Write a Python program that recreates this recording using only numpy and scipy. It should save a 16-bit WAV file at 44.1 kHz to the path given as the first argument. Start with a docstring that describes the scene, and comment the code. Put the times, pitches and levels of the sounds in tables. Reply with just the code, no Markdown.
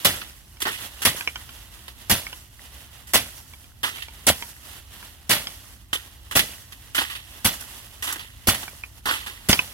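"""A machete chops a fibrous stalk about once a second, close to a phone lying in dry garden leaves.
Fibres crackle as the blade bites and as it is torn free; the stalk thuds, the steel snags and chips
tick on something hard. Around the phone's two microphones the leaves rustle, mostly on the right,
and a low rumble comes from far off."""
import sys
import numpy as np
from scipy import signal
from scipy.fft import rfft, irfft
from scipy.io import wavfile
from scipy.ndimage import uniform_filter1d

SR = 44100
rng = np.random.default_rng(int(sys.argv[2]) if len(sys.argv) > 2 else 0)


def output_pcm(signal):
    """Save a mono or channel-first signal as 16-bit PCM at the path in sys.argv[1].

    Samples are clipped to [-1, 1] before scaling.
    """
    pcm = np.clip(np.atleast_2d(signal).T, -1, 1) * 32767
    wavfile.write(sys.argv[1], SR, np.round(pcm).astype(np.int16))


N = 429093

# blows of the blade: (time [s], peak [dB], mid crunch against the peak [dB], bite [s], fade t60 [s],
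# thud delay [s], thud push [dB], extra push on the stalk's lowest mode [dB])
CHOPS = [(0.046, -12.5, 0, 0.0067, 0.17, .049, -27, 4), (1.05, -12, 1, 0.0078, 0.14, .023, -25, -1),
         (2.096, -14, -0.5, 0.018, 0.17, .026, -15, 5), (3.134, -13, 0, 0.019, 0.13, .015, -29.5, 15),
         (4.266, -12, -0.5, 0.026, 0.082, 0.0036, -33, 6), (5.293, -16, 1, 0.023, 0.21, 0.0046, -28, -4),
         (6.352, -14.5, 1, 0.02, 0.15, 0.00585, -20.5, 6), (7.445, -14.5, -2, 0.015, 0.14, 0.0089, -19, 9),
         (8.47, -14, -1, 0.019, 0.16, 0.012, -12.5, 5.5), (9.486, -15.5, -1, 0.016, 0.21, 0.0086, -7.5, -2)]
# modes of the steel: (frequency [Hz], level [dB], t60 [s])
BLADE_MODES = [(1870, -39, .05), (2000, -37, .05), (2160, -38, .05), (3060, -32, .03), (3480, -33, .03)]
# spectrum of tearing fibres: (frequency [Hz], level [dB])
TEAR_SPECTRUM = [(120, -24), (200, -12), (293, -6), (545, -13.5), (716, -16.5), (844, -11.5), (1950, -1.5),
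                 (2260, -12.5), (3020, -5), (4120, -13), (7520, -16), (11700, -13.5), (15600, -23.5)]


def chops():
    """Thousands of fibres snap under the edge, the crunch swelling as it sinks; the steel rings faintly."""
    # spectrum of the bite: (frequency [Hz], level [dB])
    bite_spectrum = [(41, -64), (70, -2), (212, -3.5), (468, -12), (574, -4.5), (1130, -6), (1950, -2),
                     (2390, -1), (2990, 4), (5900, -4), (7390, -7.5), (11400, -2), (15600, -10.5)]
    low_db, hollow_db, treble_db, pan_db = -4.5, -4.5, 4.5, -0.7
    snaps = crackle(rate=.5, spread_db=3, cycles=9, lag_s=.0001, roam_s=.00008, lumps_db=1)
    bites = [(s, db + crunch_db, low_db - crunch_db, hollow_db, treble_db - crunch_db, pan_db, hold, t60)
             for s, db, crunch_db, hold, t60, *_ in CHOPS]
    envelopes = bursts(bites, crest_db=6.95, rise_s=.0015, sag_db=(3.5, -4, -6.5, -3.5),
                       fade=(.64, .93, .82, .94), lean=(2.7, 3, 4.6, 2.7), tail_db=-16)
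    steel = ring(snaps * envelopes[2], BLADE_MODES)  # driven by the bright band's envelope
    return banded(snaps, envelopes, bite_spectrum) + steel


def tears():
    """Sparser snapping, to the right of the phone, as the blade is worked loose."""
    # fibres and dry sheaths tearing: (time [s], peak [dB], depth [dB], treble [dB], fade t60 [s])
    rips = [(0.139, -32, 4, 0, 0.23), (0.214, -28, 2, -18, 0.1), (0.602, -26, 0, 1, 0.16),
            (0.618, -13, -4.5, 0.5, 0.056), (0.651, -20, 7, -11.5, 0.13), (0.665, -20, 4, -3.5, 0.2),
            (0.712, -25.5, -11, -2, 0.31), (1.018, -19, 0.5, 0.5, 0.13), (1.16, -29.5, 3, 3.5, 0.27),
            (1.88, -23.5, -0.5, -7, 0.041), (3.07, -39.5, -4, 5, 0.27), (3.831, -15.5, 1.5, -4, 0.24),
            (3.949, -29.5, -3, -3, 0.35), (4.021, -21, -7, -6, 0.05), (5.929, -15.5, 0, -2, 0.12),
            (6.31, -24, 2, -1.5, 0.14), (6.391, -4, -12, -3.5, 0.046), (6.721, -29.5, -3.5, -2, 0.058),
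            (6.946, -16, -2.5, -1.5, 0.28), (6.979, -9.5, 2, -10, 0.1), (7.008, -18.5, 0.5, -5, 0.15),
            (7.097, -25.5, -3, -5, 0.24), (7.149, -24.5, -2.5, -5, 0.11), (7.607, -27.5, 1, 6, 0.029),
            (8.023, -21, -2, 0.5, 0.29), (8.07, -20.5, 1, -3, 0.24), (8.124, -23, 4, 5.5, 0.058),
            (8.156, -30, 7.5, -2.5, 0.08), (8.191, -28.5, 0, -5.5, 0.21), (8.543, -17.5, 1, -1.5, 0.06),
            (8.627, -24.5, 5, -15, 0.055), (9.055, -18, 2.5, -3, 0.29), (9.085, -13, 3, -15, 0.14),
            (9.109, -19.5, 1.5, -3, 0.31), (9.261, -25, 1.5, -3, 0.18)]
    pan_db, hold_share = -4, .1
    events = [(s, db, -20 + 2.04 * depth_db, -2.5 + depth_db, treble_db, pan_db, hold_share * t60, t60)
              for s, db, depth_db, treble_db, t60 in rips]
    envelopes = bursts(events, crest_db=8.13, rise_s=.0013, sag_db=(4.7, .5, .3, .86),
                       fade=(.9, 1.27, .96, .9), lean=(.38, 1.15, 1.43, 1.02), tail_db=-11)
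    snaps = crackle(rate=.3, spread_db=3, cycles=9, lag_s=-.0002, roam_s=.00008, lumps_db=1)
    return banded(snaps, envelopes, TEAR_SPECTRUM)


def thuds():
    """A soft push swings the wet stalk as the blade stops; a deeper blow stirs its lowest mode more."""
    # modes of the stalk: (frequency [Hz], level [dB], t60 [s])
    stalk_modes = [(107.5, -8.5, 0.087), (219, 3, 0.032), (303, -7, 0.02)]
    push = np.zeros((2, N))  # on the lowest mode, on the others
    for s, *_, delay, db, depth_db in CHOPS:
        push[:, int((s + delay) * SR)] = undb([db + depth_db, db])
    swing = ring(push[0], stalk_modes[:1]) + ring(push[1], stalk_modes[1:])
    soft_contact = np.hanning(90) / 45
    return np.convolve(swing, soft_contact)[:N] * undb([[-.4], [.4]])


def snags():
    """A short scrape near the edge rings the upper modes of the steel, on the right."""
    # the blade snagging as it comes free: (time [s], push [dB])
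    catches = [(3.835, -5), (5.931, 0.5), (5.955, -8), (7.153, -18)]
    push, t = np.zeros(N), np.arange(400) / SR
    for s, db in catches:
        push[int(s * SR):][:len(t)] = undb(db) * rng.standard_normal(len(t)) * np.exp(-t / .0053)
    steel = ring(push, BLADE_MODES[3:])
    return np.array([steel * undb(-2.6), np.roll(steel, 9) * undb(2.6)])


def ticks():
    """One firm contact and a scatter of small ones ring a hard body, a little differently for each chip."""
    # chips landing: (time [s], relative level [dB])
    chips = [(0.264, -39), (0.296, -34), (0.569, -33.5), (1.208, -14), (1.274, -9.5), (1.357, -17.5),
             (1.491, -29), (2.267, -18), (2.328, -21.5), (3.535, -31), (3.641, -35.5), (3.984, -27),
             (4.083, -24), (4.423, -15), (5.027, -25), (5.47, -16), (8.679, -26.5), (8.836, -24),
             (9.529, 1), (9.591, -6.5)]
    # modes of the hard body: (frequency [Hz], level [dB], t60 [s])
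    hard_modes = [(980, -17, 0.037), (1500, -9, 0.014), (2356, -2, 0.013), (3130, -4.5, 0.015),
                  (5070, -1, 0.0032)]
    knock, t = np.zeros(N + SR), np.arange(2000) / SR
    firm = 2 * np.sin(np.pi * np.clip(t / .0002 - 5, 0, 1))  # a 0.2 ms pulse, 1 ms in
    scatter_envelope = np.minimum(t / .001, 1) * np.exp(-t / .002) + .3 * np.exp(-t / .012)
    for s, db in chips:
        sign = 1
        for hz, mode_db, t60 in hard_modes:
            detune, strength = rng.standard_normal(2)
            mode = (hz * (1 + .061 * detune), db - 29.5 + mode_db + 3.5 * strength, t60)
            scatter = np.convolve(rng.standard_normal(len(t)), [.5, 1, .5], "same")
            sign = -sign  # neighbouring modes push the air in turn, so little bass is left
            knock[int(s * SR):][:len(t)] += sign * ring(firm + scatter_envelope * scatter, [mode])
    # the left microphone is further off: later and softer
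    return np.array([np.roll(knock, 5) * undb(1), knock * undb(4.5)])[:, :N]


def splinters():
    """Lone fibres and dry sheaths snap, ever fainter, after each blow."""
    start_db, fade_t60_s = -40.5, 1.07
    snaps = crackle(rate=.02, spread_db=4, cycles=14, lag_s=-.0001, roam_s=.0002, lumps_db=3)
    envelope = undb(start_db - 60 * since_chop() / fade_t60_s)
    return colour(snaps * envelope, TEAR_SPECTRUM, lo_hz=800)


def rustle():
    """Countless small leaf contacts, mostly on the right: a slow stirring, and a shake after each blow."""
    # leaves stirring between the blows: (time [s], level [dB])
    stirring = [(0, -42.5), (0.52, -61.5), (0.8, -41), (0.95, -47.5), (1.8, -51), (2.56, -57.5),
                (2.66, -51.5), (3.1, -52.5), (3.72, -63), (4.17, -53.5), (4.55, -60.5), (4.7, -44),
                (4.86, -52), (5.0, -44.5), (5.15, -56), (5.88, -58.5), (6.08, -49), (6.2, -58),
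                (6.92, -53.5), (7.3, -50.5), (7.75, -47), (7.95, -53.5), (8.3, -60), (8.44, -50.5),
                (8.95, -58.5), (9.46, -49.5)]
    # spectrum of dry leaves: (frequency [Hz], level [dB])
    leaf_spectrum = [(120, -32), (200, 0), (400, -7), (565, -6.5), (1920, 4), (2340, -4.5), (2860, 3),
                     (7250, -9), (12300, -5.5), (15600, -13.5)]
    shake_db, shake_treble_db, settle_t60_s = -43, -35, 1.44
    stir_db = np.interp(np.arange(N) / SR, *np.transpose(stirring))
    settle_db = -60 * since_chop() / settle_t60_s
    db = 20 * np.log10(np.hypot(undb(stir_db), undb(shake_db + settle_db)))
    treble_db = 20 * np.log10(np.hypot(undb(stir_db + 2.5), undb(shake_treble_db + settle_db)))
    side = np.array([[-1], [1]])
    envelopes = undb([.75 * db - 24.5 + 1.5 * side, db - 4 + 2.3 * side,
                      db + 1.5 + 2.6 * side, treble_db + 2.1 * side])
    contacts = crackle(rate=1.2, spread_db=1.6, cycles=6.2, lag_s=.00003, roam_s=.0002, lumps_db=.89)
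    patches = undb(2.5 * wander(int(.04 * SR))[:N])  # leaves touch in patches
    return banded(contacts * patches, envelopes, leaf_spectrum)


def rumble():
    """Low far-off noise, nearly the same at both microphones."""
    # spectrum of the distant background: (frequency [Hz], level [dB])
    far_spectrum = [(12, -68), (20, -31), (27, -22), (40, -6.5), (60, 0), (123, -9.5), (156, -19.5),
                    (198, -21.5), (400, -21), (520, -56), (880, -120)]
    mid, side = colour(rng.standard_normal((2, N)), far_spectrum, hi_hz=300)
    return undb(-49) * np.array([.95 * mid + .3 * side, 1.05 * mid - .3 * side])


def crackle(rate, spread_db, cycles, lag_s, roam_s, lumps_db):
    """Uneven snaps in lumps, at rms 1; each pitch snaps rate * hz times a second and rings a few cycles."""
    lumps, total = wander(128), 0
    for hz in 70 * 2 ** np.arange(0, 8.2, .4):
        at = np.flatnonzero(rng.random(N - 64) < rate * hz / SR) + 32
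        sign = rng.choice([-1, 1], len(at))
        size_db = spread_db * min(1, (2000 / hz) ** 1.5) * rng.exponential(size=len(at))
        size = sign * undb(size_db + lumps_db * lumps[at])
        # the spot that snaps roams, and with it the lag between the microphones
        left_lag_s = lag_s + roam_s * wander(1024)[at]
        right_lead = np.clip(np.round(left_lag_s * SR), -30, 30).astype(int)
        push = np.zeros((2, N))
        push[0, at] = size
        np.add.at(push[1], at - right_lead, size)
        grains = ring(push, [(hz, 0, cycles / hz)])
        total = total + grains * np.sqrt(hz / np.mean(grains ** 2))  # equal power per hertz: white
    return total / np.sqrt(np.mean(total ** 2))


def bursts(events, crest_db, rise_s, sag_db, fade, lean, tail_db):
    """Stereo envelopes of four bands: quick rise, a hold that sags or swells, a fade and a slower tail."""
    t, power = np.arange(SR // 2) / SR, np.zeros((len(lean), 2, N + SR))
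    # per band: drop over the hold, speed of the fade, multiple of the pan
    sag_db, fade, lean = (np.reshape(v, (-1, 1, 1)) for v in (sag_db, fade, lean))
    for s, db, low_db, hollow_db, treble_db, pan_db, hold, t60 in events:
        start, hold, t60 = int(s * SR), max(hold, .001), max(t60, .01)
        level_db = db - crest_db + np.reshape([low_db, hollow_db, 0, treble_db], (-1, 1, 1))
        side_db = lean * np.array([[pan_db], [-pan_db]]) / 2
        rise = np.minimum(t / rise_s, 1) ** 2
        held = undb(level_db + side_db - sag_db * np.minimum(t / hold, 1))
        faded = fade * np.maximum(t - hold, 0) / t60
        decay_power = undb(-60 * faded) ** 2 + undb(tail_db - 20 * faded) ** 2
        power[:, :, start:start + len(t)] += (rise * held) ** 2 * decay_power
    return np.sqrt(power[:, :, :N])


def banded(snaps, envelopes, spectrum):
    """Plays the snaps in a low, a hollow, a bright and a treble band, each on its own envelope."""
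    # edges of the four bands: (frequency [Hz])
    edges = (1, 800, 2000, 5000, 1e5)
    return sum(colour(snaps * env, spectrum, lo, hi) for env, lo, hi in zip(envelopes, edges, edges[1:]))


def colour(x, spectrum, lo_hz=1, hi_hz=1e5):
    """Causal filter through (Hz, dB) points between two soft edges; white noise keeps its rms."""
    size = 4096
    f = np.maximum(np.arange(size // 2 + 1), .5) * SR / size
    hz, db = np.transpose(spectrum)
    gain = undb(np.interp(np.log(f), np.log(hz), db))
    gain /= np.sqrt((1 + (lo_hz / f) ** 8) * (1 + (f / hi_hz) ** 8))
    cepstrum = irfft(np.log(gain / np.sqrt(np.mean(gain ** 2)) + 1e-5))
    cepstrum[1:size // 2] *= 2  # folded for minimum phase
    cepstrum[size // 2 + 1:] = 0
    impulse = irfft(np.exp(rfft(cepstrum)))
    return signal.oaconvolve(x, impulse[None], axes=1)[:, :N]


def ring(x, modes):
    """Sum of decaying resonances; a unit push starts each at its own level."""
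    total = 0
    for hz, db, t60 in modes:
        r, w = np.exp(-np.log(1000) / (t60 * SR)), 2 * np.pi * hz / SR
        total = total + signal.lfilter([0, undb(db) * np.sin(w)], [1, -2 * r * np.cos(w), r * r], x)
    return total


def since_chop():
    """Seconds since the latest blow, counted from -1 s ahead of the first."""
    t, blows = np.arange(N) / SR, [row[0] for row in CHOPS]
    return t - np.array([-1] + blows)[np.searchsorted(blows, t)]


def wander(k):
    """Random levels held k samples and slewed."""
    return uniform_filter1d(np.repeat(rng.standard_normal(N // k + 1), k), k)


def undb(db):
    """Decibels to gain."""
    return 10 ** (np.asarray(db) / 20)


def scene():
    """The garden as it reaches the two microphones down in the leaves."""
    return chops() + tears() + snags() + ticks() + thuds() + rustle() + rumble() + splinters()


def record(dry):
    """The phone drops the deepest bass, clips at full scale and cuts the top."""
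    low_cut = signal.butter(2, 28, "high", fs=SR, output="sos")
    top_cut = signal.ellip(10, .2, 70, 16050, fs=SR, output="sos")
    clipped = np.clip(signal.sosfilt(low_cut, dry), -1, 1)
    return signal.sosfilt(top_cut, clipped)


dry = scene()
out = record(dry)
output_pcm(out)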